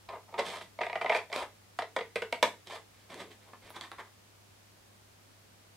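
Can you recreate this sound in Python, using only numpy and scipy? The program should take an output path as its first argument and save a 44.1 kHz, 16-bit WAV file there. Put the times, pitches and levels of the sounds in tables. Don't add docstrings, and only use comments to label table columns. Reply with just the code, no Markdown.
import sys
import numpy as np
from scipy import signal
from scipy.fft import rfft, irfft, next_fast_len
from scipy.io import wavfile
from scipy.ndimage import uniform_filter1d

SR = 44100
rng = np.random.default_rng(int(sys.argv[2]) if len(sys.argv) > 2 else 0)


def undo_db(level):
    steps = np.asarray(level, float) / 20
    return 10 ** steps


def int16_out(signal):
    q = np.round(np.clip(np.atleast_2d(signal).T, -1, 1) * 32767)
    wavfile.write(sys.argv[1], SR, q.astype(np.int16))


N = 254016

# start_s, level_db (peak), pitch_hz (strongest mode), sharpness_db, length_s
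CREAK_EVENTS = [(0.789, -26, 636, -16.5, 0.0037), (0.809, -24, 644, -13, .001),
                (0.814, -19.5, 674, -14, 0.0066), (0.834, -24.5, 697, -6, .003),
                (0.866, -26.5, 695, -11, 0.0018), (0.898, -27.5, 900, -10, 0.0056),
                (0.93, -26, 730, -7.5, 0.0011), (0.956, -21.5, 720, -13, 0.0051),
                (1.013, -20, 715, -9.5, 0.0054), (1.046, -19.5, 696, -28, .0019),
                (1.061, -21.5, 636, -7, 0.0039), (1.096, -16, 664, -10, .0015),
                (1.1005, -16, 800, -10, .002), (1.119, -20, 800, -18, 0.0032),
                (1.125, -21, 659, -7, 0.0036), (1.148, -16.5, 650, -5, 0.0035),
                (1.155, -21, 800, -16.5, .002), (1.162, -20.5, 645, -6, 0.0034),
                (1.174, -28.5, 940, -10, 0.0018)]
# start_s, level_db, pitch_hz, sharpness_db, length_s
SNIP_EVENTS = [
    (1.789, -20, 720, -12.5, 0.0071),
    (1.964, -17.5, 525, -11, .0045),
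    (2.158, -19, 471, -9.5, 0.0062),
    (2.221, -22.5, 471, -9, 0.0056),
    (2.326, -18, 640, -9.5, .0025),
]
# start_s, level_db, pitch_hz, sharpness_db, length_s
TIPS_CLOSING = (2.4275, -8.5, 655, -13.5, .006)
# start_s, level_db, pitch_hz, #
# sharpness_db, length_s
CATCH_EVENTS = [(0.089, -34, 681, -11, 0.0053), (0.135, -31.5, 669.6, -25.5, 0.0084),
                (0.326, -41.5, 509, -21, .0024), (0.341, -31.5, 935, -18, 0.006),
                (0.381, -32, 651, -7, 0.0058), (0.393, -24, 596, -0.5, 0.0051),
                (0.611, -37, 650, -8, 0.0034), (1.3, -39, 654, -14, .004), (1.318, -34.5, 700, -14, 0.0033),
                (1.329, -26, 686, 7, 0.0027), (1.822, -28, 600, -13, .005),
                (1.989, -27.5, 490, -10, 0.0037), (2.009, -28.5, 466, -11.5, .0055)]
# start_s, level_db, pitch_hz, sharpness_db
FLICK_EVENTS = [
    (1.3618, -19.5, 664, -13),
    (2.672, -39, 635, -11),
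    (2.699, -37, 700, -14),
    (3.143, -34.5, 962, -2),
    (3.534, -38, 1050, -37),
    (3.705, -36.5, 974, -19),
    (3.8115, -28, 854, -1),
    (3.917, -29, 1235, -15),
]
# offset_db, slope_db_per_db
CREAK_CRACK = (-21, 0.39)
CATCH_CRACK = (-4, 1.26)
SNIP_CRACK = (1.6, 2.03)
TIPS_CRACK = (-2, .9)
FLICK_CRACK = (0.5, 1)

# start_s, rise_s, hold_s, rub_db, fizz_db
BLADE_STROKES = [(0.009, .002, .005, -65, -11), (0.081, 0.011, 0.074, -41, -25),
                 (0.257, 0.033, 0.0046, -48.5, -32), (0.318, 0.033, 0.0077, -40, -32),
                 (0.374, 0.017, 0.0023, -22, -15), (0.426, 0.034, 0.057, -41, -0.5),
                 (0.51, 0.013, 0.057, -39.5, -4.5), (0.603, 0.01, .004, -43, -0.5),
                 (0.8, .04, .03, -50, -3), (0.94, .016, .01, -54, -5), (1.01, 0.0043, 0.00092, -29, -15),
                 (1.03, .13, .002, -34.5, -4), (1.315, 0.013, .08, -34.5, -7.5),
                 (1.399, 0.024, 0.0023, -30, -14), (2.656, 0.017, .005, -50, 3.5),
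                 (2.693, 0.0088, 0.058, -40.5, -5)]
# start_s, rise_s, hold_s, rub_db, fizz_db
FINGER_RUSTLES = [(2.903, 0.045, .08, -77.5, 10.5), (3.086, 0.017, 0.033, -46.5, -6.5),
                  (3.148, 0.059, .002, -41, -3), (3.29, .02, .005, -54, 1), (3.379, 0.055, .005, -63, 0.5),
                  (3.45, 0.032, .005, -53.5, -12.5), (3.613, 0.012, 0.076, -55.5, -3)]
# start_s, rise_s, hold_s, rub_db, fizz_db
FINGER_GRIPS = [(3.526, .006, .006, -48, -16), (3.727, 0.039, 0.0017, -39.5, -3.5),
                (3.8, 0.0088, 0.054, -49, -5.5), (3.917, .003, .008, -41, -18),
                (3.98, .005, .02, -40.5, -11.5), (4.03, 0.013, 0.036, -63.5, -2)]
# start_s, rise_s, hold_s, rub_db, fizz_db
SHEET_WOBBLES = [(0.325, 0.016, 0.017, -62, -20), (0.38, 0.0097, .025, -60, -18),
                 (0.461, 0.011, .015, -59, -20), (3.138, .015, 0.027, -57, -18),
                 (3.22, .02, 0.068, -63, -20)]
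# rise_db, release_db_per_s, mid_db, mid_per_fizz_db, flap_db, flap_per_fizz_db
BLADE_TOUCH = (26.5, 620, -2.5, 0.42, -11.5, 2.3)
LOOSE_TOUCH = (19, 446, 2, 0.87, -4, 0.4)
TAUT_TOUCH = (25.5, 797, 1.5, 0.46, -5, 0.6)
WOBBLE_TOUCH = (20, 500, -20, .1, 10, -0.04)

# pitch_hz, width_hz, level_db
FLAP_MODES = [(191, 21, -1.5), (256, 35, -2.5), (374.5, 42, 3.5)]
LOW_MODES = [(423, 44, -9), (471, 74, -1.5), (526.7, 73, -5.5), (580, 97, -13), (627.7, 74, 0),
             (697, 91, 1), (800, 84, -2.5), (934.6, 70, -0.5), (1030.5, 95, 1), (1037, 53, -4),
             (1235, 94, -1)]
MID_MODES = [(1400, 190, -1.5), (1656, 110, -3), (1804, 100, -4), (2073, 100, -2), (2344, 140, -3.5),
             (2230, 170, 1), (2460, 120, -6.5), (2757, 200, -1.5)]
# pitch_hz, level_db
FIBRE_COLOUR = [(2400, -25), (3100, 3.5), (3500, 4), (4200, -1.5), (4900, -4.5), (5800, -8), (7000, -11.5),
                (8100, -8.5), (10000, -15), (13000, -23), (16000, -33)]
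# start_s, level_db, decay_s
BLADE_BRUSH = (3.696, -70, .016)
# pitch_hz, width_hz, level_db
STEEL_MODES = [(10500, 250, -2), (11800, 900, -4), (13300, 1200, 0), (14800, 1200, 0)]

# pitch_hz, t60_s
ROOM_DECAY = [(250, 0.28), (700, 0.19), (2000, 0.23), (5000, 0.22), (12000, 0.28)]
# start_s, level_db
TABLE_THUDS = [(0.07, -62), (1.41, -57), (2.43, -64), (3.635, -58.5), (3.97, -65)]
# pitch_hz, level_db (per Hz)
HISS_COLOUR = [(15, -21.5), (30, -16), (50, -7), (90, -5.5), (140, -10), (190, -3), (260, -8), (600, -9),
               (1700, -13.5), (5000, -17), (10000, -21.5), (16000, -26.5)]
# pitch_hz, likeness (0 to 1)
HISS_LIKENESS = [(60, 0.8), (150, 0.48), (380, 0.064), (950, 0.0045), (2380, 0), (5980, -0.0),
                 (15000, -0.0)]


def evened(x):
    return x / np.sqrt(np.mean(x ** 2) + 1e-20)


def peaked(x):
    return x / np.max(abs(x))


def read(points, hz):
    f, value = np.transpose(points)
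    return np.interp(np.log(hz + 1), np.log(f + 1), value)


def add(mix, s, sound):
    part = mix[round(s * SR):][:len(sound)]
    part += sound[:len(part)]


def high_pass(x, hz):
    return signal.sosfilt(signal.butter(2, hz, "high", fs=SR, output="sos"), x)


def ring(modes, favoured_hz=None, lean_db=8.5, detune=0.0093, damping=0.92, rise_s=0.00083,
         boost_db=0., spin=np.pi):
    hz, width, db = np.transpose(modes)[:, :, None]
    hz = hz * (1 + detune * rng.standard_normal(hz.shape))
    if favoured_hz:
        apart = abs(np.log2(hz / favoured_hz))
        db = db - lean_db * apart + boost_db * (apart == apart.min())
    t = np.arange(2500) / SR
    phase = spin * np.arange(len(modes))[:, None]
    soft = 1 - np.exp(-(t / rise_s) ** 2)
    decay = np.exp(-np.pi * damping * width * t)
    return soft * (undo_db(db) * decay * np.sin(2 * np.pi * hz * t + phase)).sum(0)


def fizzed(x, dull_db=0.):
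    size = next_fast_len(len(x) + 256)
    hz = np.fft.rfftfreq(size, 1 / SR)
    octaves_up = np.log2(np.maximum(hz / 4500, 1))
    colour = undo_db(read(FIBRE_COLOUR, hz) - dull_db * octaves_up)
    return irfft(rfft(x, size) * colour, size)[:len(x)]


def grains(length, per_s, spread_db):
    sign, chance, size = rng.random((3, length))
    snaps = chance < per_s / SR
    return np.sign(sign - .5) * snaps * undo_db(-spread_db * np.log(1 - .99 * size))


def slip(row, crack, cluster_db, dull_db, flap_db, valley_db, bite, damping, spin=np.pi):
    s, db, hz, sharp_db, length_s = row
    crack_db = crack[0] + crack[1] * sharp_db
    t = np.arange(2000) / SR
    fade = np.exp(-t / max(length_s, 2e-4))
    cluster = grains(len(t), 3000, 3.2) * fade
    cluster = undo_db(cluster_db) * cluster / np.linalg.norm(cluster + 1e-9)
    snap = signal.unit_impulse(len(t))

    heave = snap + 0.43 * cluster
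    flap = peaked(signal.fftconvolve(heave, ring(FLAP_MODES)))
    low_ring = ring(LOW_MODES, hz, damping=damping, boost_db=5.0, spin=spin)
    low = peaked(signal.fftconvolve(heave, low_ring))
    mid_ring = ring(MID_MODES, 2180, valley_db, rise_s=0.00038, detune=.035,
                    damping=1.4 * damping, spin=spin)
    mid = peaked(signal.fftconvolve(bite * snap + cluster, mid_ring))

    tearing = np.roll(bite ** 2 * snap + cluster, 30)
    tearing = tearing + undo_db(cluster_db - 8.5) * fade * rng.standard_normal(len(t))
    crackle = peaked(np.pad(fizzed(tearing, dull_db), (0, 2499)))
    sound = low + undo_db(sharp_db + 8.5) * mid + undo_db(crack_db + 11.5) * crackle + undo_db(flap_db) * flap
    return s - .0007, undo_db(db) * peaked(sound)


def creaks(sheet):
    for rows, crack in ((CREAK_EVENTS, CREAK_CRACK), (CATCH_EVENTS, CATCH_CRACK)):
        for row in rows:
            add(sheet, *slip(row, crack, cluster_db=-0.5, dull_db=11.5, flap_db=-27.5,
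                             valley_db=15.0, bite=0.19, damping=0.78))


def snips(sheet):
    for row in SNIP_EVENTS:
        add(sheet, *slip(row, SNIP_CRACK, cluster_db=4.5, dull_db=1.0, flap_db=-21.0,
                         valley_db=4.0, bite=0.72, damping=1.0))
    add(sheet, *slip(TIPS_CLOSING, TIPS_CRACK, cluster_db=6., dull_db=1.5, flap_db=-19.,
                     valley_db=1.5, bite=0.45, damping=1.1))


def flicks(sheet):
    length_s = 0.0019
    for row in FLICK_EVENTS:
        add(sheet, *slip((*row, length_s), FLICK_CRACK, cluster_db=-5., dull_db=0., flap_db=-25.,
                         valley_db=0., bite=1, damping=3.5, spin=np.pi / 2))


def pressure(row, touch):
    start, rise, hold, db, fizz_db = row
    rise_db, release_db_per_s, mid_db, mid_slope, flap_db, flap_slope = touch
    first, top = start - .008, start + max(rise, .001)
    go = top + max(hold, .0005)
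    last = first + .2701
    end_db = db - release_db_per_s * (last - go)
    levels = [(first, db - 2 * rise_db), (start, db - rise_db), (top, db), (go, db), (last, end_db)]
    mid_db, flap_db = mid_db + mid_slope * fizz_db, flap_db + flap_slope * fizz_db
    return [(s, level_db, mid_db, fizz_db, flap_db) for s, level_db in levels]


def stroke(row, touch, favoured_hz, lean_db, damping):
    s, *columns = np.transpose(pressure(row, touch))
    t = np.arange(s[0], s[-1], 1 / SR)
    rub_db, mid_db, fizz_db, flap_db = (np.interp(t, s, c) for c in columns)
    push = grains(len(t), 3000, 4.3) + .5 * rng.standard_normal(len(t))
    clumps = evened(uniform_filter1d(rng.standard_normal(len(t)), size=200))
    push = push * undo_db(1.8 * clumps)

    def rubbed(modes):
        total = np.zeros(len(t))
        for mode in modes:
            sign = rng.choice([-1, 1], len(t))
            answer = ring([mode], favoured_hz, lean_db, damping=damping)
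            total += signal.fftconvolve(push * sign, answer)[:len(t)]
        return evened(total)

    sound = rubbed(LOW_MODES) + undo_db(mid_db) * rubbed(MID_MODES)
    sound = sound + undo_db(fizz_db) * evened(fizzed(push)) + undo_db(flap_db) * rubbed(FLAP_MODES)
    return s[0], undo_db(rub_db - 6) * sound * signal.windows.tukey(len(t), .05)


def blade_strokes(sheet):
    for row in BLADE_STROKES:
        add(sheet, *stroke(row, BLADE_TOUCH, 1400, lean_db=1.0, damping=0.87))


def finger_rubs(sheet):
    for row in FINGER_RUSTLES:
        add(sheet, *stroke(row, LOOSE_TOUCH, 1600, lean_db=-1.5, damping=1.9))
    for row in FINGER_GRIPS:
        add(sheet, *stroke(row, TAUT_TOUCH, 1560, lean_db=10.5, damping=3.0))


def wobbles(sheet):
    for row in SHEET_WOBBLES:
        add(sheet, *stroke(row, WOBBLE_TOUCH, 400, lean_db=5.0, damping=1.9))


def pivot(sheet):
    s, db, decay_s = BLADE_BRUSH
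    brush = rng.standard_normal(4000) * np.exp(-np.arange(4000) / SR / decay_s)
    steel = signal.fftconvolve(brush, ring(STEEL_MODES, detune=0, rise_s=1e-4))
    add(sheet, s, undo_db(db) * evened(steel))


def thuds():
    t, out = np.arange(4000) / SR, np.zeros(N)
    thud_hz, decay_s = 61.4, .007
    push = peaked(t ** 2 * np.exp(-t / decay_s) * np.sin(2 * np.pi * thud_hz * t))
    for s, db in TABLE_THUDS:
        add(out, s, undo_db(db) * push)
    return out


def room(x):
    taps = np.zeros((3, 3, SR // 2))
    jitter = rng.integers(0, 20, (3, 3, (SR // 2 - 151) // 20))
    at = np.arange(150, SR // 2 - 20, 20) + jitter
    np.put_along_axis(taps, at, rng.choice([-1., 1.], at.shape), 2)
    hz, t, z = signal.stft(taps, SR, nperseg=256)
    apart = (hz / np.hypot(hz, 2500.))[:, None]
    z = np.sqrt(1 - apart ** 2) * z[:, 2:] + apart * z[:, :2]
    z = z * undo_db(-60 * t / read(ROOM_DECAY, hz)[:, None])
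    tails = signal.istft(z, SR, nperseg=256)[1]
    tails = tails / np.linalg.norm(tails[0, 0])
    turn = np.pi * (30 * np.arange(N) / SR + np.arange(3)[:, None] / 3)
    fed = x * np.sqrt(2 / 3) * np.cos(turn)
    return signal.fftconvolve(fed[:, None], tails, axes=2).sum(0)[:, :N]


def hiss():
    frames, hz = N // 512 + 5, np.fft.rfftfreq(2048, 1 / SR)
    a, b, c, d = rng.standard_normal((frames, 1025, 4)).T
    same = np.clip(read(HISS_LIKENESS, hz), -1, 1)[:, None]
    left = a + 1j * b
    right = same * left + np.sqrt(1 - same ** 2) * (c + 1j * d)
    z = np.array([left, right]) * undo_db(read(HISS_COLOUR, hz))[:, None]
    noise = signal.istft(z, nperseg=2048, noverlap=1536)[1][:, :N]
    return undo_db(-60.5 + 0.04) * evened(noise)


def hum():
    hum_hz, level_db, waver_db = 100.7, -66.5, .8
    waver = evened(uniform_filter1d(rng.standard_normal(N), 1500))
    tone = np.sqrt(2) * np.sin(2 * np.pi * hum_hz * np.arange(N) / SR)
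    return tone * undo_db(level_db + waver_db * waver)


def scene():
    sheet = np.zeros(N)
    for source in (creaks, snips, flicks, blade_strokes, finger_rubs, wobbles, pivot):
        source(sheet)
    sheet = high_pass(sheet, 190)
    treble = high_pass(sheet, 3000)
    lean = .12 * treble + .2 * (np.roll(treble, 3) - np.roll(treble, -3))
    direct = sheet + np.array([-lean, lean])
    return direct + undo_db(-2.5) * room(sheet) + thuds() + hiss() + hum()


def top_cut(x):
    return signal.sosfilt(signal.butter(12, 16450, fs=SR, output="sos"), x)


def record(dry):
    edge = signal.firwin(511, 15850, window=("kaiser", 9), fs=SR)
    limited = signal.oaconvolve(dry, edge[None], "same")
    return top_cut(limited)


dry = scene()
out = record(dry)
int16_out(out)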